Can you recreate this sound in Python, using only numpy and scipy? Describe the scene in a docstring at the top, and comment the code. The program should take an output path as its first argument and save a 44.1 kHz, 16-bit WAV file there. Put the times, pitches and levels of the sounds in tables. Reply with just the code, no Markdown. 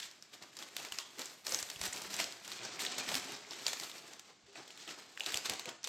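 """Dining table in a hard-walled room: dry cereal is shaken from a plastic packet into a ceramic bowl.
Gripped film buckles in snaps and crinkles. Flakes slide inside, then patter into the bowl and ring it.
The jolted packet knocks and puffs air, and is carried off. Nearly mono, with short echoes and a faint hush."""
import sys
import numpy as np
from scipy import signal
from scipy.fft import rfft, irfft, next_fast_len
from scipy.io import wavfile
from scipy.ndimage import uniform_filter1d

SR = 44100
rng = np.random.default_rng(int(sys.argv[2]) if len(sys.argv) > 2 else 0)


def to_wav(s):
    """Save 16-bit WAV."""
    ch = np.atleast_2d(s).T  # columns
    pcm = np.round(np.clip(ch, -1, 1) * 32767)  # PCM
    wavfile.write(sys.argv[1], SR, pcm.astype(np.int16))


N = 259308
TIME = np.arange(N) / SR

# loud buckles of the film: start_s, level_db, pitch_hz, crack_db, length_ms
FILM_SNAPS = [(0.001, -33, 3270, 0, 2.7), (0.0295, -34, 3440, -23, 1.3), (0.1128, -41, 4560, -2, 1.3),
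              (0.2246, -36.5, 5500, -3, 1.4), (0.3407, -44, 4800, 0, 1.4), (0.424, -39, 4140, -4, 1.9),
              (0.568, -36.5, 4580, 2, 2.1), (0.5746, -42, 4500, 3, 1.4), (0.589, -34, 5080, 1, 3.1),
              (0.6252, -32, 3700, 4, 1.3), (0.766, -24, 4200, 5.5, 1.3), (0.8492, -33, 2330, 1, 2.3),
              (0.8863, -39, 5080, 2, 1.3), (0.922, -25, 2930, 4, 1.5), (0.955, -43, 5500, -2, 1.2),
              (0.9865, -20.5, 5470, 0, 1.54), (1, -34, 4300, -5, 1.3), (1.1926, -30, 2600, 16, 2),
              (1.2174, -30, 4030, 1, 2.4), (1.2444, -40, 5340, 1, 1.4), (1.257, -30, 6840, -10, 2.1),
              (1.449, -42, 4500, 2, 7.2), (1.4669, -23.5, 5540, 4, 2.7), (1.4803, -29, 5500, -7, 2.2),
              (1.4936, -28, 7230, -6, 1.6), (1.521, -28, 5500, 7, 1.4), (1.5228, -20.5, 5470, -19, 1.1),
              (1.537, -29, 5500, -2, 3.3), (1.546, -15, 5640, 1, .75), (1.559, -33, 5500, -5, 1.2),
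              (1.5892, -25.5, 5700, 2, 1.6), (1.6272, -24, 7150, -3.5, 2.1), (1.6888, -37, 3530, 0, 1.3),
              (1.7003, -28, 4760, 7, 2), (1.7143, -34.5, 4400, -6, 1.3), (1.76, -33.5, 3050, -5, 1.8),
              (1.794, -38, 5450, 0, 1.3), (1.814, -23.5, 8150, 7, 2.1), (1.8375, -30, 6260, 9, 1.8),
              (1.863, -31, 4500, -5, 1.1), (1.878, -29, 7200, -11, 0.76), (1.927, -29, 2080, 9, 1.5),
              (1.9312, -26, 7350, -22, 1.5), (1.9616, -32, 6000, 5, 2.5), (1.97, -35, 2500, 2, 1.4),
              (2.018, -32.5, 7500, 6, 2.5), (2.104, -36, 4000, 5, 2.5), (2.141, -25, 6000, -1, 2),
              (2.1657, -27, 7580, -3, 1.2), (2.191, -29, 2240, 4, 1.9), (2.2, -22.5, 2280, 3, 3.5),
              (2.242, -25, 5150, 4, 1.1), (2.309, -42, 6000, 4, 1.2), (2.3238, -32, 4450, 3, 1.5),
              (2.447, -38, 3460, 5, 2), (2.478, -33, 5000, 9, 1.6), (2.4914, -38, 4530, 11, 1.3),
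              (2.5175, -28.5, 4450, 1, 1.4), (2.6506, -30.5, 5430, -7, 2.7), (2.792, -28.5, 2400, 0, 1.4),
              (2.8036, -27.5, 3800, -5, 2.3), (2.82, -28, 7100, 15, 0.93), (2.85, -23.5, 2340, 5, 1.3),
              (2.865, -23.5, 3780, -23, 1.9), (2.9812, -28.5, 5530, 4, 9.7), (3.0894, -26.5, 2250, 12, 2.2),
              (3.1166, -26, 3220, 1, 0.83), (3.1428, -21.5, 2900, 1, 1.13), (3.1527, -19, 4340, 10, 1),
              (3.2844, -42, 3000, 5, 1.3), (3.32, -33, 2500, 16, 1.4), (3.5093, -29.5, 4900, -9, 1.04),
              (3.534, -37, 3470, -6, 1.4), (3.596, -38, 4000, -9, 1.4), (3.666, -14.5, 4550, -5, 1.4),
              (3.6808, -23.5, 2200, 15, 1.8), (3.7315, -26, 6020, 10, 3), (3.799, -28.5, 4600, 2, 2),
              (3.811, -33.5, 5340, -3, 1.2), (3.834, -33, 4200, 2, 2), (3.896, -37.5, 4000, 9, 4.1),
              (3.9153, -34.5, 3900, -4, 1.4), (4.1342, -38.5, 5700, 2, 1.4), (4.1946, -36.5, 3900, 10, 2),
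              (4.529, -52, 3000, 12, 1.3), (4.557, -39.5, 2540, -17, 1.4), (4.5737, -41, 3790, -2, 1.3),
              (4.678, -42, 3540, 10, 1.7), (4.705, -37.5, 2980, -3, 1.6), (4.7755, -38.5, 3660, 2, 1.4),
              (4.8768, -35.5, 3160, -1, 1.9), (4.891, -35.5, 2870, -6, 0.95),
              (5.1743, -35, 1880, -15, 1.23), (5.1748, -35, 2820, -5, 1.2), (5.1974, -31, 4800, 11, 1.4),
              (5.2064, -22.5, 2830, -8, 1.1), (5.2353, -33, 3620, 3, 1.3), (5.243, -35, 3360, 3, 1.6),
              (5.2622, -21, 3800, -3.5, 1.1), (5.3049, -30.5, 1720, 7, 1.3), (5.321, -32, 4000, 12, 2),
              (5.343, -20.5, 3170, 3, 1.7), (5.357, -29, 3700, 2, 1.3), (5.3726, -21, 5400, 3, 1.0),
              (5.457, -27, 3800, 2, 2.6), (5.4969, -20, 6940, 7, 0.93), (5.5208, -29, 2500, 2, 1.14),
              (5.536, -27.5, 3600, 5.5, 1.4), (5.595, -26, 3970, 7, 1.4), (5.6562, -29.5, 2350, 6.5, 1.6),
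              (5.69, -32.5, 3160, 1, 4.1), (5.8313, -39.5, 5860, -4, 1.2), (5.8425, -24.5, 5900, -9, 1.5),
              (5.847, -29, 3800, -4, 1.4), (5.8734, -27, 6030, 3, 1.7)]
# grips and shakes: start_s, hold_s, film_db, flakes_db
PACKET_SHAKES = [(0.0, 0.054, -48.5, -70), (0.336, 0.0051, -52, -57), (0.423, 0.012, -56.5, -54.5),
                 (0.594, 0.032, -53.5, -56.5), (0.766, 0.1, -50, -54.5), (0.916, 0.091, -53, -65),
                 (1.19, 0.0085, -45, -47), (1.218, 0.035, -53, -71), (1.467, 0.088, -47, -53),
                 (1.59, 0.015, -48, -56), (1.83, 0.035, -41.5, -50.5), (1.941, 0.11, -50, -53.5),
                 (2.106, 0.066, -47.5, -57), (2.195, 0.02, -38, -48.5), (2.454, 0.11, -51, -63),
                 (2.641, 0.011, -45.5, -47.5), (2.799, 0.043, -43.5, -52), (2.903, 0.039, -46.5, -57),
                 (2.982, 0.033, -43.5, -49), (3.08, 0.05, -43.5, -47.5), (3.163, 0.017, -40, -52.5),
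                 (3.273, 0.073, -51.5, -53.5), (3.516, 0.0089, -47, -53), (3.659, 0.023, -46, -58),
                 (3.817, 0.033, -50, -54), (3.953, 0.01, -51, -59), (4.04, 0.096, -59.5, -61),
                 (4.28, 0.021, -61.5, -63.5), (4.556, 0.052, -57.5, -56), (4.793, 0.046, -54.5, -85),
                 (4.881, 0.046, -50, -54), (4.987, 0.019, -56, -58), (5.262, 0.11, -46, -52),
                 (5.455, 0.0068, -40, -50.5), (5.495, 0.039, -45.5, -47.5), (5.678, 0.0068, -49, -44.5),
                 (5.84, 0.049, -53, -69)]
# light rustle as the packet is brought in, tipped and carried off: time_s, level_db
CARRY_LEVEL = [(0, -62), (.15, -66.5), (.3, -71), (.45, -67), (.65, -58.5), (.9, -64), (1.07, -63),
               (1.3, -57.5), (1.43, -68), (1.6, -57), (2.27, -54), (2.41, -60.5), (2.6, -52), (2.77, -50.5),
               (2.95, -49.5), (3.25, -51), (3.49, -58.5), (3.6, -51), (3.9, -56), (4.3, -66.5), (4.39, -75),
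               (4.52, -64), (4.6, -60), (5.0, -61), (5.15, -62.5), (5.28, -58.5), (5.6, -54), (5.8, -71)]
# finest ticks over the crinkle, highest with the film taut: time_s, gain_db
FINE_TICK_GAIN = [(0, -13.5), (1.2, -10.5), (1.55, -3.5), (2.15, -11), (2.52, -12), (2.7, -28),
                  (2.82, -7.5), (2.92, -25), (3.15, -9.5), (3.45, -19.5), (3.8, -6.5), (4.5, -23.5),
                  (5.4, -10), (5.88, -39)]
# stream of flakes landing in the bowl: time_s, level_db
POUR_LEVEL = [(0, -100), (2.0, -69), (2.2, -57), (2.35, -67.5), (2.65, -62), (2.8, -60), (2.95, -57.5),
              (3.15, -53), (3.32, -60), (3.42, -68), (3.7, -74), (4.15, -78), (4.4, -100), (5.88, -100)]
# lone flakes striking the bowl: start_s, level_db, pitch_hz
FLAKE_HITS = [(2.5243, -29.5, 3930), (2.5834, -42, 2090), (2.5913, -34, 3880), (2.615, -38, 2580),
              (2.7212, -45, 3530), (2.7713, -38, 2260), (2.8355, -28, 6600), (2.9326, -40, 3880),
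              (2.9366, -38, 2500), (3.007, -30, 6100), (3.0754, -38, 2050), (3.351, -32, 5300),
              (3.4486, -41, 2270), (3.5486, -39, 3360), (3.771, -35, 4130), (3.9608, -49, 2070),
              (3.982, -36, 5070)]
# modes of bowl and table: pitch_hz, gain_db, t60_s
BOWL_MODES = [(115.2, -9.5, 0.3), (181, -6.5, 0.14), (206, -1.5, 0.11), (264, -1, 0.06), (409, 1, 0.099),
              (730, 2.5, 0.077), (1150, 2.5, 0.043), (1790, -3, 0.036), (2410, 9, 0.026), (3800, 3, .015),
              (5400, -2, 0.012)]
# hollow knocks as the load shifts and the packet changes shape: start_s, level_db, pitch_hz, t60_s
PACKET_KNOCKS = [(1.52, -38, 520, 0.057), (2.079, -55, 198, 0.22), (2.198, -29, 676, 0.049),
                 (3.151, -40, 263, 0.091), (4.479, -55.5, 398, 0.19), (4.556, -51, 687, 0.098),
                 (4.579, -49, 328, 0.089), (4.606, -53.5, 825, 0.19), (5.49, -40, 224, .05),
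                 (5.658, -41.5, 500, 0.06), (5.69, -49, 767, 0.038), (5.868, -44, 480, 0.067)]
# jolts of the whole packet: start_s, level_db
PACKET_BUMPS = [(0.81, -69), (0.91, -67), (1.53, -64), (1.62, -68), (1.755, -63), (1.805, -54),
                (1.871, -60), (1.95, -71), (2.04, -66), (2.16, -72), (3.08, -64), (3.13, -63), (3.17, -64),
                (4.43, -72), (5.34, -58), (5.5, -58)]
# source spectra: freq_hz, gain_db
CRACK_SPECTRUM = [(100, -24), (600, 1.5), (1400, -2), (2200, 1.5), (5000, 1.5), (7800, 2), (9600, -10.5),
                  (13000, -8.5), (16000, -22)]
FILM_SPECTRUM = [(60, -32), (150, -15), (600, -20.5), (1200, -5), (2000, 0), (3000, -1), (4500, 1),
                 (6000, -2.5), (7700, -3), (9300, -17.5), (12000, -75), (16000, -23)]
FINE_TICK_SPECTRUM = [(4000, -36), (8000, 1.5), (10000, -6), (12500, -1.5), (14500, -8), (16000, -22)]
FLAKE_SPECTRUM = [(30, -42), (85, -35), (115, -5.5), (145, -5.5), (220, -1), (400, 4.5), (480, -0.5),
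                  (700, 2), (1200, -1.5), (2400, -7), (6000, -10), (12000, -52)]
HUSH_SPECTRUM = [(25, -16), (70, -1.5), (130, 9), (300, 8.5), (550, -0.5), (1000, 0.5), (2000, 1),
                 (4000, 1), (7500, -2.5), (10000, -34), (16000, -46)]
# room decay: freq_hz, t60_s
ROOM_DECAY = [(150, 0.29), (1000, 0.49), (4000, 0.44), (8000, 0.39), (14000, 0.098)]
# stereo width of the echoes: freq_hz, side_over_mid_db
ECHO_WIDTH = [(60, -16), (250, -18), (1000, -17), (4000, -13.5), (8000, -10), (13000, -2)]


def snaps(crack_boost_db, swell_cycles, follow_db=-6, scatter=0.13, crack_rise_s=0.00047, facets=4):
    """A facet of film flips, its neighbours follow, and the crease gives a burst of tiny cracks."""
    t = TIME[:SR // 30]
    out = np.zeros(N)
    for start_s, level_db, pitch_hz, crack_db, length_ms in FILM_SNAPS:
        length_s = length_ms / 1000
        flips = facet(t, pitch_hz, swell_cycles)
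        for k in range(1, facets):
            delay_s = k * length_s * rng.uniform(.6, 1.1)
            neighbour_hz = pitch_hz * np.exp(scatter * rng.standard_normal())
            flips += from_db(k * follow_db) * facet(t - delay_s, neighbour_hz, swell_cycles)
        envelope = (1 - np.exp(-t / crack_rise_s)) * np.exp(-t / length_s)
        crack = colour(rng.standard_normal(len(t)) * envelope, CRACK_SPECTRUM)
        snap = flips + from_db(crack_db + crack_boost_db) * crack / np.abs(crack).max()
        add(out, start_s, from_db(level_db) * snap / np.abs(snap).max())
    return butter(out, "high", hz=480)   # a small facet radiates no bass


def facet(t, pitch_hz, swell_cycles):
    """A flipped facet swings up in about a cycle and dies a few cycles later."""
    age = np.maximum(t, 0) * pitch_hz / swell_cycles
    return np.sin(2 * np.pi * pitch_hz * t) * age * np.exp(1 - age)


def crinkle(film_db):
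    """Many small facets buckle, a few larger ones stand out, and taut film adds finer, higher ticks."""
    small = contacts(per_s=5000, spread_db=0, clump_db=5)
    large = contacts(per_s=160, spread_db=-2, clump_db=2)
    clicks = small + from_db(-12) * large
    body = rms_one(colour(grains(clicks, 625, 12400, t60_cycles=3.9), FILM_SPECTRUM))
    ticks = rms_one(colour(grains(clicks, 5070, 17000, t60_cycles=14, count=8), FINE_TICK_SPECTRUM))
    return from_db(film_db) * (body + from_db(in_time(FINE_TICK_GAIN)) * ticks)


def handling(rise_db_per_s=1006, film_fall_db_per_s=452, flakes_fall_db_per_s=373):
    """Film and flake levels in dB: each shake swells, holds and dies over the rustle of carrying."""
    carry_db = in_time(CARRY_LEVEL)
    film_power = from_db(carry_db) ** 2
    flakes_power = from_db(carry_db - 4) ** 2
    for start_s, hold_s, film_db, flakes_db in PACKET_SHAKES:
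        swell_db = -rise_db_per_s * np.clip(start_s - TIME, 0, 1)
        since_s = np.clip(TIME - start_s - hold_s, 0, 1)
        film_power += from_db(film_db + swell_db - film_fall_db_per_s * since_s) ** 2
        flakes_power += from_db(flakes_db + swell_db - flakes_fall_db_per_s * since_s) ** 2
    return 10 * np.log10(film_power), 10 * np.log10(flakes_power)


def sliding_flakes(flakes_db):
    """Flakes knock on each other and on the slack wall of the packet."""
    clicks = contacts(per_s=2800, spread_db=2, clump_db=4.5)
    rattle = grains(clicks, 48, 8800, t60_cycles=1.7)
    return from_db(flakes_db) * rms_one(colour(rattle, FLAKE_SPECTRUM))


def bowl():
    """Landing flakes tap the bowl, each on its own spot, and it rings briefly."""
    taps = contacts(per_s=200, spread_db=2.5, clump_db=3)
    modes = sum(from_db(gain_db) * ring(taps * rng.standard_normal(N), pitch_hz, t60_s)
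                for pitch_hz, gain_db, t60_s in BOWL_MODES)
    return from_db(in_time(POUR_LEVEL)) * rms_one(butter(modes, "high", hz=105, order=4))


def stray_flakes(bowl_db=-25):
    """A lone flake ticks at its own pitch and rings the bowl's upper modes, differently at each spot."""
    t = TIME[:SR // 10]
    out = np.zeros(N)
    for start_s, level_db, pitch_hz in FLAKE_HITS:
        tick = facet(t, pitch_hz, swell_cycles=0.87)
        modes = sum(rng.standard_normal() * from_db(gain_db) * ring(t == 0, mode_hz, t60_s)
                    for mode_hz, gain_db, t60_s in BOWL_MODES if mode_hz > 1000)
        add(out, start_s, from_db(level_db) * (tick + from_db(bowl_db) * modes))
    return out


def knocks(rise_s=0.0027, overtone_ratio=1.35, overtone_db=-10):
    """The hollow of the packet rings briefly, with one weaker overtone."""
    t = TIME[:SR // 4]
    out = np.zeros(N)
    for start_s, level_db, pitch_hz, t60_s in PACKET_KNOCKS:
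        phase = 2 * np.pi * pitch_hz * t
        tone = np.sin(phase) + from_db(overtone_db) * np.sin(overtone_ratio * phase)
        envelope = (1 - np.exp(-t / rise_s)) * decay(t, t60_s)
        add(out, start_s, from_db(level_db) * tone * envelope)
    return out


def bumps(swell_s=0.01):
    """The jolted packet pushes a dull puff of air."""
    age = TIME[:SR // 4] / swell_s
    push = np.zeros(N)
    for start_s, level_db in PACKET_BUMPS:
        add(push, start_s, from_db(level_db) * age * np.exp(1 - age))
    return push * rms_one(butter(rng.standard_normal(N), "band", hz=[55, 145]))


def room(x, wet_db=-9):
    """Stereo echoes; the moving packet meets a new pattern of them every third of a second."""
    hop = SR // 3
    mid, side = np.zeros((2, N))
    for centre in range(0, N + hop, hop):
        span = np.arange(max(centre - hop, 0), min(centre + hop, N))
        piece = x[span] * np.cos(np.pi / 2 * (span - centre) / hop)
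        for track, tail in zip((mid, side), echoes()):
            add(track, span[0] / SR, signal.fftconvolve(piece, tail))
    return from_db(wet_db) * (mid + colour(side, ECHO_WIDTH) * [[1], [-1]])


def echoes(early_db=5, early_s=0.00051, bands=8):
    """Mid and side response for one packet position: first off table and bowl, then off the walls."""
    t = TIME[:SR // 2]
    edges_hz = np.geomspace(40, 18000, bands + 1)
    tail = 0
    for low_hz, high_hz in zip(edges_hz, edges_hz[1:]):
        band = butter(rng.standard_normal((2, len(t))), "band", hz=[low_hz, high_hz])
        tail += band * decay(t, at_hz(ROOM_DECAY, np.sqrt(low_hz * high_hz)))
    tail /= np.sqrt(np.sum(tail[0] ** 2))
    age = t / early_s
    early = from_db(early_db) * age * np.exp(-2 * age)
    late = 1 - np.exp(-age)
    return tail * (early + late)


def room_tone(level_db=-69, side_db=-11):
    """Faint steady hush of the house."""
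    mid, side = rms_one(colour(rng.standard_normal((2, N)), HUSH_SPECTRUM))
    return from_db(level_db) * (mid + from_db(side_db) * side * [[1], [-1]])


def contacts(per_s, spread_db, clump_db):
    """Random clicks in clumps, their power evened out over about 50 ms."""
    hits = rng.random(N) < per_s * from_db(clump_db * drift(rate_hz=90)) / SR
    sizes = from_db(spread_db * np.minimum(rng.exponential(1, N), 4))
    clicks = hits * sizes * rng.choice([-1, 1], N)
    power = uniform_filter1d(uniform_filter1d(clicks ** 2, SR // 20), SR // 20)
    return clicks / np.sqrt(np.abs(power) + 1e-4)


def grains(clicks, low_hz, high_hz, t60_cycles, count=24):
    """Each click rings at one of count pitches; unit rms."""
    choice = rng.integers(0, count, N)
    pitches_hz = np.geomspace(low_hz, high_hz, count)
    rings = (hz * ring(clicks * (choice == k), hz, t60_cycles / hz) for k, hz in enumerate(pitches_hz))
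    return rms_one(sum(rings))


def ring(clicks, pitch_hz, t60_s):
    """Resonator: a unit click starts a decaying unit sine."""
    radius, angle = decay(1 / SR, t60_s), 2 * np.pi * pitch_hz / SR
    return signal.lfilter([0, np.sin(angle)], [1, -2 * radius * np.cos(angle), radius ** 2], clicks + 1e-18)


def drift(rate_hz):
    """Random wander, unit rms."""
    knots = rng.standard_normal(4096)
    return rms_one(np.interp(TIME * rate_hz, np.arange(len(knots)), knots))


def colour(x, spectrum):
    """Filter by a spectrum table."""
    size = next_fast_len(x.shape[-1] + 1024)
    gain = from_db(at_hz(spectrum, np.fft.rfftfreq(size, 1 / SR)))
    return irfft(rfft(x, size) * gain, size)[..., :x.shape[-1]]


def butter(x, kind, hz, order=2):
    """Butterworth filter."""
    return signal.sosfilt(signal.butter(order, hz, kind, fs=SR, output="sos"), x)


def decay(t, t60_s):
    """Gain falling 60 dB per t60_s."""
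    return np.exp(-np.log(1000) * t / t60_s)


def at_hz(table, hz):
    """Read a table on a log-frequency axis."""
    freq_hz, values = np.transpose(table)
    return np.interp(np.log(np.maximum(hz, 1)), np.log(freq_hz), values)


def in_time(table):
    """Read a table at every sample."""
    return np.interp(TIME, *np.transpose(table))


def add(track, start_s, sound):
    """Mix a sound into a track."""
    start = int(np.clip(round(start_s * SR), 0, N - 1))
    track[start:start + len(sound)] += sound[:N - start]


def from_db(db):
    """Decibels to gain."""
    return 10 ** (np.asarray(db) / 20)


def rms_one(x):
    """Scale to unit rms."""
    return x / np.sqrt(np.mean(x ** 2) + 1e-20)


def scene(snap_echo_db=1):
    """Packet, flakes and bowl in the room; a facet rings towards the listener, its crack spreads all round."""
    film_db, flakes_db = handling()
    rustle = crinkle(film_db) + sliding_flakes(flakes_db) + bowl() + stray_flakes() + bumps() + knocks()
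    wall_snaps = snaps(crack_boost_db=9, swell_cycles=.6)
    direct_snaps = snaps(crack_boost_db=-2.5, swell_cycles=1.08)
    reverb = room(rustle + from_db(snap_echo_db) * wall_snaps)
    return rustle + direct_snaps + reverb + room_tone()


def record(dry):
    """Steep treble cut."""
    cutoff_hz = 16100
    return signal.sosfilt(signal.ellip(10, .2, 80, cutoff_hz, fs=SR, output="sos"), dry)


dry = scene()
out = record(dry)
to_wav(out)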